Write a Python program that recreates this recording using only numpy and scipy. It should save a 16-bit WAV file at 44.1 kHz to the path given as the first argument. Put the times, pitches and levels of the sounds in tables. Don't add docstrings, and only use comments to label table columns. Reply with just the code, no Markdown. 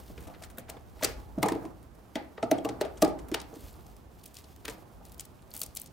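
import sys
import numpy as np
from scipy import signal
from scipy.fft import rfft, irfft
from scipy.io import wavfile
from scipy.ndimage import uniform_filter1d

SR = 44100
rng = np.random.default_rng(int(sys.argv[2]) if len(sys.argv) > 2 else 0)


def waveform_to_disk(signal):
    frames = np.transpose(np.atleast_2d(signal))
    scaled = np.clip(frames, -1, 1) * 32767
    samples = np.round(scaled).astype(np.int16)
    wavfile.write(sys.argv[1], SR, samples)


def gain_from_decibels(decibels):
    exponent = np.asarray(decibels, float) / 20
    return 10 ** exponent


N = 261072

LEFT_RIGHT = np.array([[1], [-1]])


def rms_one(x):
    return x / np.sqrt(np.mean(x ** 2) + 1e-20)


def at_hz(points, hz):
    points = np.array(points)
    return np.interp(np.log(np.maximum(hz, 1)), np.log(points[:, 0]), points[:, 1])


def colour(x, spectrum):
    hz = np.fft.rfftfreq(N, 1 / SR)
    return rms_one(irfft(rfft(x) * gain_from_decibels(at_hz(spectrum, hz)), N))


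def band(x, low_hz, high_hz):
    return signal.sosfilt(signal.butter(2, [low_hz, high_hz], "band", fs=SR, output="sos"), x)


def drift(rate_hz):
    r = np.exp(-2 * np.pi * rate_hz / SR)
    wander = signal.lfilter([1], [1, -2 * r, r * r], rng.standard_normal(N + SR))
    return rms_one(wander[SR:])


def ring(x, modes):
    out = 0
    for k, (hz, db, t60) in enumerate(modes):
        r = gain_from_decibels(-60 / (max(t60, 0.002) * SR))
        w = 2 * np.pi * hz / SR
        gain = (-1) ** k * gain_from_decibels(db) * np.sin(w)
        out = out + signal.lfilter([0, gain], [1, -2 * r * np.cos(w), r * r], x + 1e-18)
    return out


def add(track, s, piece):
    i = round(s * SR)
    track[..., i:i + piece.shape[-1]] += piece[..., :N - i]


def swells(rows, rest_db):
    t = np.arange(N) / SR
    level = np.full(N, float(rest_db))
    for s, db, rise_s, fall_s in rows:
        before = (s - t) / max(rise_s, 0.01)
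        after = (t - s) / max(fall_s, 0.01)
        level = np.maximum(level, db - 10 * np.maximum(before, after))
    return level


def pair(spectrum):
    # pitch_hz, likeness (0 to 1)
    likeness = [(60, 0.67), (240, 0.59), (950, 0.38), (3770, 0.13), (15000, 0.55)]
    # pitch_hz, level_db
    lean = [(60, 2), (300, -3.5), (1000, -7.5), (4000, -3)]
    hz = np.fft.rfftfreq(N, 1 / SR)
    alike = at_hz(likeness, hz)
    mid, side = rfft(rng.standard_normal((2, N)))
    both = np.sqrt(1 + alike) * mid + np.sqrt(1 - alike) * side * LEFT_RIGHT
    return colour(irfft(both * gain_from_decibels(at_hz(lean, hz) / 2 * LEFT_RIGHT), N), spectrum)


def background():
    # pitch_hz, level_db (per Hz)
    air = [(12, -25), (20, -11.5), (65, 4.5), (121, 2), (314, -4.5), (566, -10), (772, -9.5), (939, -13.5),
           (1210, -15), (1430, -20), (2810, -27), (4410, -31.5), (7510, -33.5), (14700, -36.5),
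           (16500, -41)]
    # peak_s, level_db, rise_s (by 10 dB), fall_s (by 10 dB)
    sways = [(0.05, -43, .1, 0.1), (0.23, -41, .3, .5), (0.67, -40, 0, -1.8), (0.95, -43, 0.4, 1),
             (1.09, -34, -0.03, 0.25), (1.4, -40, -1.5, 0.1), (1.94, -47, 1, 0), (2.95, -45, -0.5, -0.2),
             (3.12, -41.5, 0.5, 0.26), (3.33, -43, 0.5, 0.3), (3.64, -42, 0, 0.4), (4.73, -46, 0.3, -0.2),
             (4.95, -46, -0.16, 0.6), (5.69, -35, -0.5, -0.5)]
    low = band(band(rng.standard_normal((3, N)), 46.3, 78.3), 21, 200)
    rumble = rms_one(low[0] + 1.07 * low[1:])
    return gain_from_decibels(-55) * pair(air) + rumble * gain_from_decibels(swells(sways, rest_db=-62) - 6)


def rubbing():
    # peak_s, level_db, rise_s (by 10 dB), fall_s (by 10 dB)
    brushes = [(0.0, -54, .1, -0.18), (0.25, -61, 2, 0.2), (1.1, -60.5, .02, 0.3), (1.55, -66, 1.2, 0.5),
               (1.04, -44, 0.03, 0.04), (2.57, -71.5, 3, 6), (3.1, -60.5, 0.25, -2),
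               (3.635, -56, 0.1, 0.13), (3.77, -63.5, .5, 0.3), (4.2, -68, .4, 5), (4.35, -60, -0.14, 0.3),
               (4.72, -59, 0.05, 0.05), (5.55, -48.5, -0.01, 0.06), (5.585, -53, 0, .04),
               (5.625, -47, 0, 0.02), (5.775, -66, 0.2, .05), (5.83, -65, 0.7, .08),
               (4.22, -62.5, 0.1, -0.2)]
    # peak_s, level_db, rise_s (by 10 dB), fall_s (by 10 dB)
    drags = [(0.0, -47, .1, 0.05), (0.4, -55, 1.5, 1), (0.77, -44.5, -1, -0.5), (1.2, -49, 0.25, 0.08),
             (1.6, -41, 0.2, 0.1), (1.94, -67, -2, 0.5), (2.7, -44.5, 0.1, 0.42), (3.0, -54, -0.5, -0.4),
             (3.21, -47, 0.48, 0.59), (3.55, -49, 1.5, 0.07), (4.65, -53.5, 0, 0.9), (5.2, -58, 0.5, -4),
             (5.59, -53.5, -0.1, -0.7), (5.8, -72, 0, 1)]
    # pitch_hz, level_db (per Hz)
    rustle = [(1500, -2), (3000, 2.5), (5000, 1.5), (8000, 0), (11000, 0), (14000, 3.5), (16500, -2.5)]
    # pitch_hz, level_db (per Hz)
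    shuffle = [(100, 3), (200, 12), (400, 8.5), (800, 5.5), (1500, -3.5), (3000, -27)]
    grains_per_s = 2000 * gain_from_decibels(2 * drift(40))
    grains = (rng.random(N) < grains_per_s / SR) * rng.standard_normal(N)
    fibres = rms_one(signal.lfilter([1], [1, -0.3], grains)) + rng.standard_normal(N)
    cloth = gain_from_decibels(swells(brushes, rest_db=-79.5) + 2.4 * drift(13)) * colour(fibres, rustle)
    drag = gain_from_decibels(swells(drags, rest_db=-67) - 2.5 + 2 * drift(34)) * pair(shuffle)
    return cloth * gain_from_decibels(0.7 * LEFT_RIGHT) + drag


def pin():
    # pitch_hz, level_db, t60_s (time to fade by 60 dB)
    metal = [(840, -54, 1)]
    tap = np.zeros(N)
    add(tap, 1.05, np.hanning(20) / 10)
    return ring(tap, metal)


def notes():
    # start_s, pitch_hz, peak_db, t60_s
    answers = [(0.7682, 3440, -51, .02), (1.011, 910, -31, 0.018), (1.0316, 6200, -23, .02),
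               (1.036, 11500, -22, .015), (1.046, 6000, -21, 0.023), (1.047, 4720, -16, 0.021),
               (1.0475, 12100, -14.5, .015), (1.3775, 224, -11.5, 0.018), (1.4265, 720, -19, .02),
               (1.44, 205, -22, 0.086), (1.531, 198, -32.5, 0.12), (2.159, 255, -29.5, 0.091),
               (1.43, 2130, -16.5, 0.012), (1.431, 1000, -19.5, 0.022), (1.458, 950, -19, 0.02),
               (1.464, 416, -22, 0.029), (1.4865, 944, -16, 0.015), (1.487, 1820, -27.5, 0.031),
               (1.488, 3450, -35, 0.037), (1.5207, 976, -24.5, 0.017), (1.565, 410, -26, 0.027),
               (2.157, 650, -25.5, 0.1), (2.157, 1700, -51, 0.011), (2.429, 670, -20.5, 0.12),
               (2.428, 244, -27.5, 0.12), (2.513, 6060, -22, 0.015), (2.5155, 650, -11.5, 0.059),
               (2.517, 252, -22, 0.074), (2.5255, 650, -16, 0.025), (2.586, 3250, -37, 0.02),
               (2.651, 2740, -32.5, 0.02), (2.651, 457, -29.5, 0.14), (2.698, 263, -33, 0.15),
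               (2.812, 7870, -28.5, 0.013), (2.813, 724, -26, 0.022), (2.852, 666, -31, .1),
               (3.024, 5970, -21, .03), (3.026, 8500, -22, .015), (3.028, 441.5, -22, 0.15),
               (3.028, 288, -14.5, 0.032), (3.0485, 4900, -26.5, 0.02), (3.3206, 325, -11.5, 0.03),
               (3.346, 2900, -24.5, 0.022), (3.345, 4760, -22.5, 0.011), (3.024, 1243, -31, 0.043),
               (5.515, 4380, -42, 0.027), (5.616, 1230, -36, 0.011), (5.617, 4500, -27, 0.02),
               (0.1, 590, -40, 0.028), (0.178, 2520, -48, 0.012), (0.582, 1500, -33, 0.016),
              (0.586, 516, -36, 0.041), (0.698, 1750, -43, .012), (0.744, 795, -40.5, 0.056),
              (0.77, 2200, -49, 0.016), (1.5, 298, -27, 0.024), (1.526, 327, -28, 0.021),
              (1.545, 330, -34, 0.026), (1.654, 1030, -34, 0.021), (1.675, 425, -42, 0.033),
              (2.156, 2020, -27, 0.019), (2.155, 3380, -34, .012), (2.379, 1900, -38.5, 0.019),
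              (2.384, 1210, -38, 0.02), (2.972, 3180, -47, 0.01), (2.975, 6070, -49, .015),
              (3.052, 700, -22.5, 0.035), (3.07, 687, -26, 0.035), (3.08, 383, -26.5, 0.037),
              (1.434, 980, -25, 0.028), (1.47, 985, -33, 0.036), (1.033, 700, -29, 0.023),
              (5.012, 900, -46.5, 0.0091), (2.158, 785, -30, 0.028), (3.12, 133, -42, 0.12),
              (5.77, 2340, -38, .008), (5.57, 1200, -46, .015), (2.812, 930, -29, .02)]
    # start_s, pitch_hz, peak_db
    snaps = [(0.099, 2500, -56.5), (0.257, 2500, -43), (0.300, 2800, -42), (0.347, 4500, -48),
             (0.74, 3020, -48.5), (0.84, 2480, -51), (0.922, 9000, -54.5), (3.541, 6500, -37),
             (3.582, 8000, -53), (3.7096, 8000, -42.5), (3.729, 11200, -40), (3.741, 4700, -39),
             (3.756, 10500, -48), (4.213, 4600, -43), (4.25, 2600, -44.5), (4.783, 9000, -44),
             (4.864, 6000, -58), (5.064, 11000, -39), (5.086, 11000, -44), (5.1962, 7000, -18.5),
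             (5.197, 3040, -26), (5.207, 8900, -28), (5.243, 8000, -44), (5.393, 2800, -45),
             (5.422, 9000, -42), (5.426, 4000, -45), (5.531, 13000, -41), (5.616, 13600, -17),
             (5.751, 11100, -26), (5.761, 13500, -31.5), (5.77, 11900, -21), (5.799, 12000, -23),
             (5.835, 13600, -35), (5.843, 13500, -34), (5.86, 11000, -42), (5.6325, 8900, -36),
             (5.664, 13100, -37), (5.816, 9000, -32), (5.594, 13000, -30), (4.738, 14000, -44),
             (3.69, 14000, -47), (4.42, 8000, -46), (5.617, 7600, -18)]
    snap_cycles, most_cycles, contact_cycles = 9, 59, 0.8
    snap_notes = [(s, hz, db, snap_cycles / hz) for s, hz, db in snaps]
    out = np.zeros(N)
    t = np.arange(SR // 4) / SR
    click = 1.0 * (t == 0)
    for s, hz, db, t60 in [*answers, *snap_notes]:
        t60 = min(t60, most_cycles / hz)
        onset = 1 - np.exp(-t * hz / contact_cycles)
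        add(out, s, onset * ring(click, [(hz, db, t60)]))
    return out


def pushes():
    # start_s, boards_peak_db, boards_pitch_hz, box_db, box_pitch_hz
    blows = [(0.579, -30.5, 213, -40, 540), (1.011, -39, 229, -43, 643), (1.028, -30, 307, -21, 700),
             (1.042, -28, 380, -35, 670), (1.379, -18.5, 189, -28.5, 493), (1.430, -17, 349, -17.5, 840),
             (1.457, -26.5, 437, -34, 910), (1.486, -30, 336, -30, 830), (1.518, -25, 340, -37, 895),
             (1.551, -29.5, 330, -34, 515), (1.643, -33.5, 310, -33, 507), (2.156, -25.5, 247, -25, 607),
             (2.427, -27.5, 370, -26, 680), (2.514, -17, 302, -19.5, 670), (2.648, -26, 326, -23, 770),
             (2.691, -25, 282, -34, 720), (2.811, -25.5, 409, -22, 773), (3.022, -25, 334, -18, 670),
             (3.027, -13.5, 360, -25.5, 734), (3.313, -34, 293, -47, 650), (3.342, -28.5, 356, -29, 760),
             (4.646, -42.5, 370, -43, 910), (4.681, -36.5, 301, -35.5, 775), (4.701, -44, 302, -59, 600)]
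    # start_s, boards_peak_db, boards_pitch_hz, box_db
    nudges = [(0.099, -35.5, 200, -46), (0.177, -31, 223, -47.5), (0.268, -42, 272, -45),
              (0.282, -61, 300, -40.5), (0.298, -42, 275, -46), (0.417, -45.5, 287, -42.5),
              (0.69, -43.5, 334, -40.5), (0.703, -48, 336, -40.5), (0.741, -44, 377, -46),
              (0.967, -49, 340, -51), (2.379, -41.5, 460, -35.5), (2.584, -31, 356, -44),
              (2.85, -38, 423, -33), (3.044, -34, 397, -27.5), (3.53, -42.5, 492, -47),
              (3.559, -34, 262, -63), (3.857, -46, 175, -50), (4.439, -47.5, 272, -52),
              (5.008, -50, 167, -45.5), (5.541, -38, 205, -44), (5.614, -41, 179, -47),
              (5.633, -48, 377, -50), (5.764, -61, 210, -54.5), (5.887, -42, 162, -69)]
    blow_contact_s, nudge_contact_s, nudge_box_hz = 0.0084, 0.0046, 720
    return sorted([(*row, blow_contact_s) for row in blows]
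                  + [(*row, nudge_box_hz, nudge_contact_s) for row in nudges])


def thuds():
    # pitch_hz, level_db, t60_s
    boards = [(113.8, 1, 0.094), (175, -2.5, 0.055), (244.4, -2.5, 0.054), (276.8, 2, 0.048),
              (310.6, 5.5, 0.047), (348.5, -0.5, 0.045), (391.6, 0.5, 0.064), (472, 4, 0.11)]
    # pitch_hz, level_db, t60_s
    box = [(540, -9, 0.066), (600, -3, 0.06), (670, 2, 0.035), (796.6, -1.5, 0.089), (877, 2, 0.022),
           (939, -7.5, 0.044), (1220, 5.5, 0.022), (1183, -3.5, 0.066)]
    # pitch_hz, level_db, t60_s
    joists = [(117.7, -44.5, 0.44), (136, -45, 0.094)]
    scatter_db, detune, focus_db_per_octave = 2, 0.04, 17
    tap_s, swell_s, longest_t60_s = 0.00018, 0.0009, 0.047
    out = np.zeros(N)
    t = np.arange(SR // 3) / SR
    blows = pushes()
    luck = rng.standard_normal((len(blows), 2, t.size))
    for (s, boards_db, boards_hz, box_db, box_hz, contact_s), (rock, z) in zip(blows, luck):
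        rocking = 0.5 * rock * (1 - np.exp(-t / swell_s)) * np.exp(-t / contact_s)
        push = np.exp(-t / tap_s) + rocking
        spots = [(boards_db, boards_hz)] * len(boards) + [(box_db, box_hz)] * len(box)
        modes = []
        for k, ((hz, level, t60), (db, spot_hz)) in enumerate(zip([*boards, *box], spots)):
            far_db = focus_db_per_octave * abs(np.log2(hz / spot_hz))
            mode_db = level + db + scatter_db * z[k] - far_db
            modes.append((hz * (1 + detune * z[-1 - k]), mode_db, min(t60, longest_t60_s)))
        add(out, s, gain_from_decibels(-18) * ring(push, modes))
    return band(out + ring(out, joists), 134, 3600)


def contacts():
    # start_s, crack_peak_db, top_share_db, body_db, t60_s
    hits = [(0.582, -35, 19, -44.5, 0.02), (0.6966, -25, 3.5, -48.5, 0.02), (1.024, -27.5, 0, -36, 0.035),
            (1.0339, -13, 1.5, -30.5, 0.042), (1.045, -5.5, -13, -31.5, 0.022),
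            (1.429, -15.5, 8, -31, 0.021), (1.458, -24.5, -8, -50, 0.042), (1.484, -18, -4, -40.5, 0.045),
            (1.5202, -30.5, 3.5, -44, 0.028), (2.1551, -29, 0, -36.5, 0.038),
            (2.4264, -25.5, -36, -41.5, 0.053), (2.5132, -21.5, 8.5, -34.5, 0.018),
            (2.648, -28, 3, -46, 0.037), (2.6887, -24.5, -25, -45, 0.028), (2.8102, -25.5, 0, -39, 0.037),
            (3.02, -10, -1, -37, 0.013), (3.023, -11, 4.5, -30.5, 0.027), (3.0475, -19.5, -1, -43, 0.013),
            (3.316, -29, -1, -43.5, 0.041), (3.3425, -13.5, -2, -29.5, 0.023),
            (4.6504, -29.5, 10, -39, 0.029), (4.6798, -26, 6, -36, 0.034), (4.697, -23, -5, -49, 0.044),
            (5.1957, -17.5, -9, -53, 0.021)]
    # start_s, crack_peak_db, top_share_db, body_db
    scuffs = [(0.176, -46, 0, -53.5), (0.2066, -41.5, 6, -63), (0.224, -43, 3.5, -66),
              (0.2383, -45, 8, -63), (0.2698, -39, 2.5, -57.5), (0.339, -67.5, -6, -55.5),
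              (0.346, -62, -4, -59), (0.422, -29, -5, -53), (0.4351, -27, -18, -51), (0.4455, -47, 14, -61),
              (0.4992, -41.5, 6, -60.5), (0.511, -49, 11, -70), (0.571, -43.5, 9, -63),
              (0.592, -37.5, 9, -67), (0.684, -50, -12, -52.5), (0.7688, -54, 9, -59),
              (0.8061, -53, -6, -76), (0.9922, -62, 5, -57), (1.383, -38, -9, -57), (1.5464, -46, 5, -53),
              (1.652, -38.5, -14, -56), (1.8264, -50.5, 10, -70), (1.947, -48.5, 6, -76),
              (2.377, -60, -8, -53), (2.58, -31.5, -27, -52), (2.8498, -36, -3, -51),
              (2.973, -35, -15, -61.5), (3.0763, -32.5, -9, -64), (3.1878, -34, -22, -59),
              (3.2835, -38, 8, -60)]
    # start_s, crack_peak_db, top_share_db
    ticks = [(3.401, -25, -33), (3.415, -28, 0), (3.553, -41.5, 4), (3.607, -45, 16), (3.864, -38, -2),
             (3.964, -41, 7), (4.237, -40, 10), (4.2592, -35, 9.5), (4.277, -49, 16), (4.3422, -38.5, 11),
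             (4.352, -36, 2), (4.368, -30.5, -5.5), (4.387, -37, 8), (4.441, -36.5, -11), (4.561, -40.5, 7),
             (5.052, -38, 9), (5.095, -46, 5), (5.1197, -36.5, 11.5), (5.1424, -42, 10), (5.18, -41.5, 10),
             (5.206, -28.5, 9), (5.236, -56, 0), (5.252, -40, 8)]
    # start_s, crack_peak_db, top_share_db
    crackle = [(5.505, -47.5, 14), (5.5143, -40, -22.5), (5.538, -26.5, 10.5), (5.5496, -34, 15.5),
               (5.564, -23.5, 9), (5.575, -31, 15), (5.592, -31, 16), (5.6025, -33.5, 18),
               (5.615, -20.5, 10), (5.6323, -19.5, 5), (5.662, -32.5, 11), (5.751, -40, 20),
               (5.761, -27, 6), (5.769, -13.5, 0), (5.798, -39, 12), (5.8152, -30, 13), (5.8597, -33.5, 1),
               (5.872, -39, -3)]
    rows = []
    for s, db, top, body, t60 in hits:
        rows.append((s, db, top, body - 1, body + 1, t60))
    for s, db, top, body in scuffs:
        rows.append((s, db, top, body - 3.5, body + 3.5, 0.048))
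    for s, db, top in ticks:
        rows.append((s, db, top, db - 20.5, db - 53, 0.017))
    for s, db, top in crackle:
        t60 = 0.018 * np.exp(-0.0097 * (db + 25))
        rows.append((s, db, top, db - 26, db - 49, t60))
    return sorted(rows)


def cracks():
    edges_hz = [1200, 2300, 4900, 9500, 20000]
    lead_s, rise_s, lead_in_s = 0.01, 0.001, 0.003
    lead_in_db, grit_db, left_db = -17, 5, 1
    t = np.arange(4000) / SR - lead_s
    after = np.maximum(t, 0)
    parts, feed = np.zeros((2, 4, N))
    touches = contacts()
    noise = rng.standard_normal((len(touches), 2, t.size))
    for (s, crack_db, top_db, shell_db, knock_db, t60), (hiss, grit) in zip(touches, noise):
        chatter = gain_from_decibels(grit_db * rms_one(uniform_filter1d(grit, size=40)))
        lead_in = gain_from_decibels(lead_in_db) * np.exp(np.minimum(t, 0) / lead_in_s)
        strike = 1 - np.exp(-after / rise_s) + lead_in
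        burst = hiss * chatter * strike * gain_from_decibels(-60 * after / t60)
        burst = 2.54 * burst / np.abs(burst).max()
        levels = [knock_db + 12, shell_db + 10.5, crack_db - 11, crack_db + top_db - 16]
        gains = gain_from_decibels(levels)[:, None]
        add(parts, s - lead_s, gains * burst)
        add(feed, s + 2 * rise_s, gains * np.sqrt(np.sum(burst ** 2)))
    both = 0
    ranges = zip(np.stack([parts, feed], axis=1), edges_hz, edges_hz[1:])
    for k, (x, low_hz, high_hz) in enumerate(ranges):
        both = both + (-1) ** k * band(x, low_hz, high_hz)
    hard, echo = both
    return hard * gain_from_decibels(left_db * LEFT_RIGHT), echo


def room(x):
    # t60_s, level_db
    octaves = [(0.74, -25.5), (0.94, -20.5), (0.43, -17), (0.42, -16), (0.34, -11), (0.36, -18),
               (0.29, -18.5), (0.24, -25.5), (0.1, -19.5)]
    count, shared = 4, 0.66
    t = np.arange(SR * 3 // 4) / SR
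    white = rng.standard_normal((2, count, 3, t.size))
    build_up = 1 - np.exp(-(t / 0.00035) ** 2)
    tails = 0
    for k, (t60, db) in enumerate(octaves):
        decay = gain_from_decibels(db - 60 * t / t60) * build_up
        tails = tails + band(white[k % 2], 40 * 2 ** k, 80 * 2 ** k) * decay
    place = np.arange(N) // 450 % count
    out = 0
    for k, tail in enumerate(tails):
        here = x * uniform_filter1d(1.0 * (place == k), size=300)
        out = out + signal.fftconvolve(here[None], tail[1:] + shared * tail[0], axes=1)[:, :N]
    return gain_from_decibels(-18) * out


def scene():
    hard, echo = cracks()
    wood = thuds() + pin()
    parts = notes()
    bright = parts - band(parts, 26, 4000)
    dull = parts - bright
    direct = hard + wood + dull + bright * gain_from_decibels(1.5 * LEFT_RIGHT)
    late = np.roll(direct.mean(axis=0), round(0.0003 * SR))
    shaded = 0.16 * band(late, 1500, 15600) * LEFT_RIGHT
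    walls = room(echo + wood + 0.47 * dull)
    return direct + shaded + walls + rubbing() + background()


def band_limit(x):
    return signal.sosfilt(signal.butter(12, 17000, fs=SR, output="sos"), x)


def record(dry):
    # pitch_hz, level_db
    microphone = [(20, 0), (15800, 0), (16100, -22), (16900, -28), (17000, -90)]
    response = gain_from_decibels(at_hz(microphone, np.fft.rfftfreq(N, 1 / SR)))
    heard = irfft(rfft(dry) * response, N)
    return band_limit(heard)


dry = scene()
out = record(dry)
waveform_to_disk(out)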